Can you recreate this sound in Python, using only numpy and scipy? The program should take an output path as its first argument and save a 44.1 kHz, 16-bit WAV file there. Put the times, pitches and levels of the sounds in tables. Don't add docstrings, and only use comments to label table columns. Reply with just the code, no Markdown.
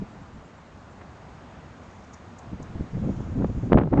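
import sys
import numpy as np
from scipy import signal
from scipy.fft import rfft, irfft, next_fast_len
from scipy.io import wavfile
from scipy.ndimage import uniform_filter1d, minimum_filter1d, map_coordinates

SR = 44100
rng = np.random.default_rng(int(sys.argv[2]) if len(sys.argv) > 2 else 0)


def int16_out(signal):
    q = np.round(np.clip(np.atleast_2d(signal).T, -1, 1) * 32767)
    wavfile.write(sys.argv[1], SR, q.astype(np.int16))


N = 176400

# f/Hz, relative level/dB
RIVER_SPECTRUM = [(25, -17.5), (40, -9), (75, 1.5), (130, -2.5), (230, -3), (380, -11), (750, -10),
                  (1200, -13.5), (2000, -21.5), (3000, -28), (4200, -32), (6500, -39), (8200, -43.5)]
# t/s, level/dB, half-length/s, reach f/Hz
WATER_LAPS = [(1.016, -43.5, 0.0087, 850)]
# t/s, level/dB
PUFF_LEVELS = [(0, -29.5), (.035, -27.5), (.06, -54), (.15, -65), (.22, -40), (.29, -73), (.355, -40),
               (.41, -47), (.5, -65)]
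# t/s, level/dB
GUST_LEVELS = [(2.44, -70), (2.474, -41), (2.504, -45), (2.538, -26), (2.578, -50), (2.612, -35.5),
               (2.678, -45.5), (2.708, -32.5), (2.73, -46.5), (2.756, -26), (2.778, -38.5), (2.808, -25.5),
               (2.87, -45), (2.904, -44), (2.938, -27.5), (2.96, -24), (3.0, -27.5), (3.026, -24),
               (3.1, -22), (3.148, -32.5), (3.174, -28.5), (3.248, -32.5), (3.368, -24.5), (3.382, -20),
               (3.456, -20.5), (3.474, -31), (3.5, -21.5), (3.534, -33.5), (3.578, -21), (3.608, -34.5),
               (3.638, -21), (3.686, -28), (3.72, -19.5), (3.774, -10.5), (3.794, -18), (3.882, -19.5),
               (3.9, -35), (3.93, -10.5), (3.952, -19.5), (4.0, -9.5)]
# f/Hz, relative level/dB
BUFFET_SPECTRUM = [(20, -12), (50, -4.5), (110, 2), (200, 1.5), (400, -7), (1000, -14), (3000, -28),
                   (8000, -33.5)]
# t/s, level/dB, half-length/s, reach f/Hz
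EDDY_SLAPS = [(2.474, -36, 0.0064, 140), (2.604, -35.5, 0.0087, 300), (2.808, -19.5, 0.0051, 118),
              (2.969, -30, 0.0039, 400), (3.094, -26.5, 0.016, 377), (3.206, -26.5, 0.0045, 510),
              (3.415, -37, 0.016, 380), (3.446, -15, 0.0022, 674), (3.578, -25.5, 0.003, 189),
              (3.638, -24.5, 0.0092, 200), (3.722, -7.5, 0.0026, 780), (3.732, -7, 0.0026, 1504),
              (3.745, -9.5, 0.0023, 550), (3.759, -5.5, 0.0059, 193), (3.775, -7, 0.003, 900),
              (3.787, -12, 0.0065, 1360), (3.800, -15, 0.0036, 850), (3.816, -19.5, 0.013, 900),
              (3.836, -18.5, 0.0014, 1300), (3.858, -28, 0.0033, 640), (3.875, -17, 0.0026, 600),
              (3.930, -15.5, 0.0051, 450), (3.938, -14.5, 0.0055, 900), (3.989, -17.5, 0.015, 684)]
# f/Hz, relative level/dB
SLAP_SPECTRUM = [(20, -15.5), (100, -0.5), (300, 2), (700, -2.5), (1500, -8), (3000, -12.5), (4500, -18.5),
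                 (8000, -26)]
# t/s, level/dB, half-length/s, pitch f/Hz
BIRD_TICKS = [(1.836, -63, .004, 6000), (1.914, -65, .004, 6300), (2.045, -65, .012, 6200),
              (2.141, -51, 0.01, 6360), (2.390, -52, 0.0069, 6760), (2.630, -53, 0.0064, 6500),
              (3.538, -71, .003, 5940)]
# t/s, level/dB
BIRD_NOTES = [(.10, -74), (.20, -71.5), (.325, -71.5), (.435, -69.5), (.555, -72), (.66, -75), (.785, -75),
              (.89, -71.5)]
# t/s, level/dB
RUSTLE_LEVELS = [(1.6, -74), (1.95, -69), (2.2, -73), (2.8, -73.5), (3.2, -65.5), (3.38, -70.5),
                 (3.65, -67), (3.75, -78.5)]
# f/Hz, relative level/dB
RUSTLE_SPECTRUM = [(1500, -17), (4000, 1.5), (7000, 14), (8200, -9.5)]

RIVER_DB, RIVER_SWAY_DB, RIVER_PATCHY_DB = -45.5, 0.72, 0.78
BUBBLES_PER_S, BUBBLE_HZ, BUBBLE_SPREAD, BUBBLE_CYCLES, BUBBLE_DB = 400, 1050, .7, 6, -67
BUFFET_DB, FLUTTER_DB, GUST_SMOOTH_S = -2.5, 4.5, 0.016
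REACH_HZ, REACH_AT_DB, REACH_GROWTH = 250, -27, .55
CRACKLE_DB, CRACKLE_PER_S = 2, 170
NOTE_S, NOTE_START_HZ, NOTE_END_HZ, NOTE_WAVER = .048, 6900, 7750, .008
TICK_WIDTH, TICK_SKIRT_DB, TICK_SKIRT_HZ = .1, -9, 5400
WOOD_T60_S, WOOD_DB = .25, -11
CEILING, LIMIT_HOLD_S, LIMIT_RELEASE_S, TOP_HZ = 0.65, 0.12, 0.12, 8400


def river():
    spectra = signal.stft(rng.standard_normal(N), nperseg=512)[2]
    patches = uniform_filter1d(rng.standard_normal(spectra.shape), size=6, axis=0)
    patches = uniform_filter1d(patches, size=14, axis=1)
    noise = signal.istft(spectra * amp(RIVER_PATCHY_DB * unit(patches)), nperseg=512)[1][:N]
    rush = filtered(noise, lambda f: gain_at(RIVER_SPECTRUM, f))
    return amp(RIVER_DB + RIVER_SWAY_DB * wobble(1.6)) * unit(rush)


def ripples():
    bubbles, t = np.zeros(N), np.arange(SR // 25) / SR
    for when, pitch, size in rng.random((int(BUBBLES_PER_S * N / SR), 3)):
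        cycles = t * BUBBLE_HZ * np.exp(BUBBLE_SPREAD * (2 * pitch - 1))
        age = cycles / BUBBLE_CYCLES
        ring = np.sin(2 * np.pi * cycles * (1 + 0.16 * np.minimum(age, 2)))
        envelope = np.exp(-2 * age) * (1 - np.exp(-cycles))
        add(bubbles, when * N / SR, amp(10 * (size - pitch)) * ring * envelope)
    lap = bursts(WATER_LAPS, lambda f, reach: f / (f + reach) * np.exp(-f / reach))
    return amp(BUBBLE_DB) * unit(bubbles) + lap


def buffeting():
    level_db = np.maximum(timeline(PUFF_LEVELS, outside=-90), timeline(GUST_LEVELS, outside=-90))
    strength_db = np.maximum(level_db - REACH_AT_DB, -6)
    reach = REACH_HZ * amp(REACH_GROWTH * strength_db + CRACKLE_DB * wobble(CRACKLE_PER_S))
    noise = filtered(rng.standard_normal(N), lambda f: gain_at(BUFFET_SPECTRUM, f))
    flutter = np.zeros(N)
    for hz in 2. ** np.arange(4, 14):
        octave = filtered(noise, lambda f: np.maximum(1 - np.abs(np.log2((f + 1) / hz)), 0))
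        flutter += octave * np.exp(-hz / reach) * amp(FLUTTER_DB * wobble(70))
    window = int(GUST_SMOOTH_S * SR)
    power = np.abs(uniform_filter1d(uniform_filter1d(flutter ** 2, window), window))
    return amp(level_db + BUFFET_DB) * flutter / np.sqrt(power + 1e-20)


def slaps():
    return bursts(EDDY_SLAPS, lambda f, reach: gain_at(SLAP_SPECTRUM, f) * np.exp(-f / reach))


def bird():
    def hump(f, hz, width):
        return np.exp(-.5 * (np.log((f + 1) / hz) / width) ** 2)

    skirt = amp(TICK_SKIRT_DB)
    calls = bursts(BIRD_TICKS, lambda f, hz: hump(f, hz, TICK_WIDTH) + skirt * hump(f, TICK_SKIRT_HZ, .25))
    progress = np.linspace(0, 1, int(NOTE_S * SR))
    glide_hz = NOTE_START_HZ + (NOTE_END_HZ - NOTE_START_HZ) * progress
    for start, db in BIRD_NOTES:
        hz = glide_hz * (1 + NOTE_WAVER * wobble(200)[:len(progress)])
        tone = np.sin(2 * np.pi * np.cumsum(hz) / SR)
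        add(calls, start, amp(db) * np.sin(np.pi * progress) * tone)
    tail = rng.standard_normal(SR // 2) * amp(-60 * np.arange(SR // 2) / SR / WOOD_T60_S)
    echo = signal.fftconvolve(calls, tail / np.linalg.norm(tail))[:N]
    return calls + amp(WOOD_DB) * echo


def rustle():
    hiss = filtered(rng.standard_normal(N), lambda f: gain_at(RUSTLE_SPECTRUM, f))
    grain = amp(wobble(120))
    return amp(timeline(RUSTLE_LEVELS)) * unit(hiss * grain)


def bursts(rows, response):
    track, t = np.zeros(N), np.arange(-4096, 4096) / SR
    for centre, db, half_length, hz in rows:
        bell = np.exp(-(t / half_length) ** 2)
        phases = np.angle(rfft(bell * rng.standard_normal(len(t))))
        even_noise = irfft(np.exp(1j * phases))
        burst = filtered(bell * even_noise, lambda f: response(f, hz))
        add(track, centre + t[0], amp(db) * burst * np.linalg.norm(bell ** 2) / np.linalg.norm(burst))
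    return track


def amp(db):
    return 10 ** (np.asarray(db) / 20)


def unit(x):
    return x / np.sqrt(np.mean(x ** 2) + 1e-20)


def gain_at(spectrum, hz):
    f, db = np.transpose(spectrum)
    return amp(np.interp(np.log(hz + 1), np.log(f + 1), db))


def timeline(points, outside=None):
    return np.interp(np.arange(N) / SR, *np.transpose(points), left=outside, right=outside)


def wobble(rate):
    return map_coordinates(rng.standard_normal(int(N * rate / SR) + 4), [np.arange(N) * rate / SR])


def filtered(x, response):
    size = next_fast_len(len(x) + 8192)
    return irfft(rfft(x, size) * response(np.fft.rfftfreq(size, 1 / SR)), size)[:len(x)]


def add(track, start_s, sound):
    part = track[max(round(start_s * SR), 0):][:len(sound)]
    part += sound[:len(part)]


def limiter(x):
    ahead, hold, release = SR // 500, int(LIMIT_HOLD_S * SR), int(LIMIT_RELEASE_S * SR)
    needed = minimum_filter1d(np.minimum(1, CEILING / (np.abs(x) + 1e-9)), ahead)
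    held = minimum_filter1d(needed, hold, origin=(hold - 1) // 2)
    gain = np.minimum(held, uniform_filter1d(held, release, origin=(release - 1) // 2))
    return x * uniform_filter1d(gain, ahead)


def scene():
    return (river() + ripples() + rustle() + bird() + buffeting() + slaps())[None]


def record(dry):
    return np.array([filtered(limiter(x), lambda f: 1 / np.sqrt(1 + (f / TOP_HZ) ** 80)) for x in dry])


dry = scene()
out = record(dry)
int16_out(out)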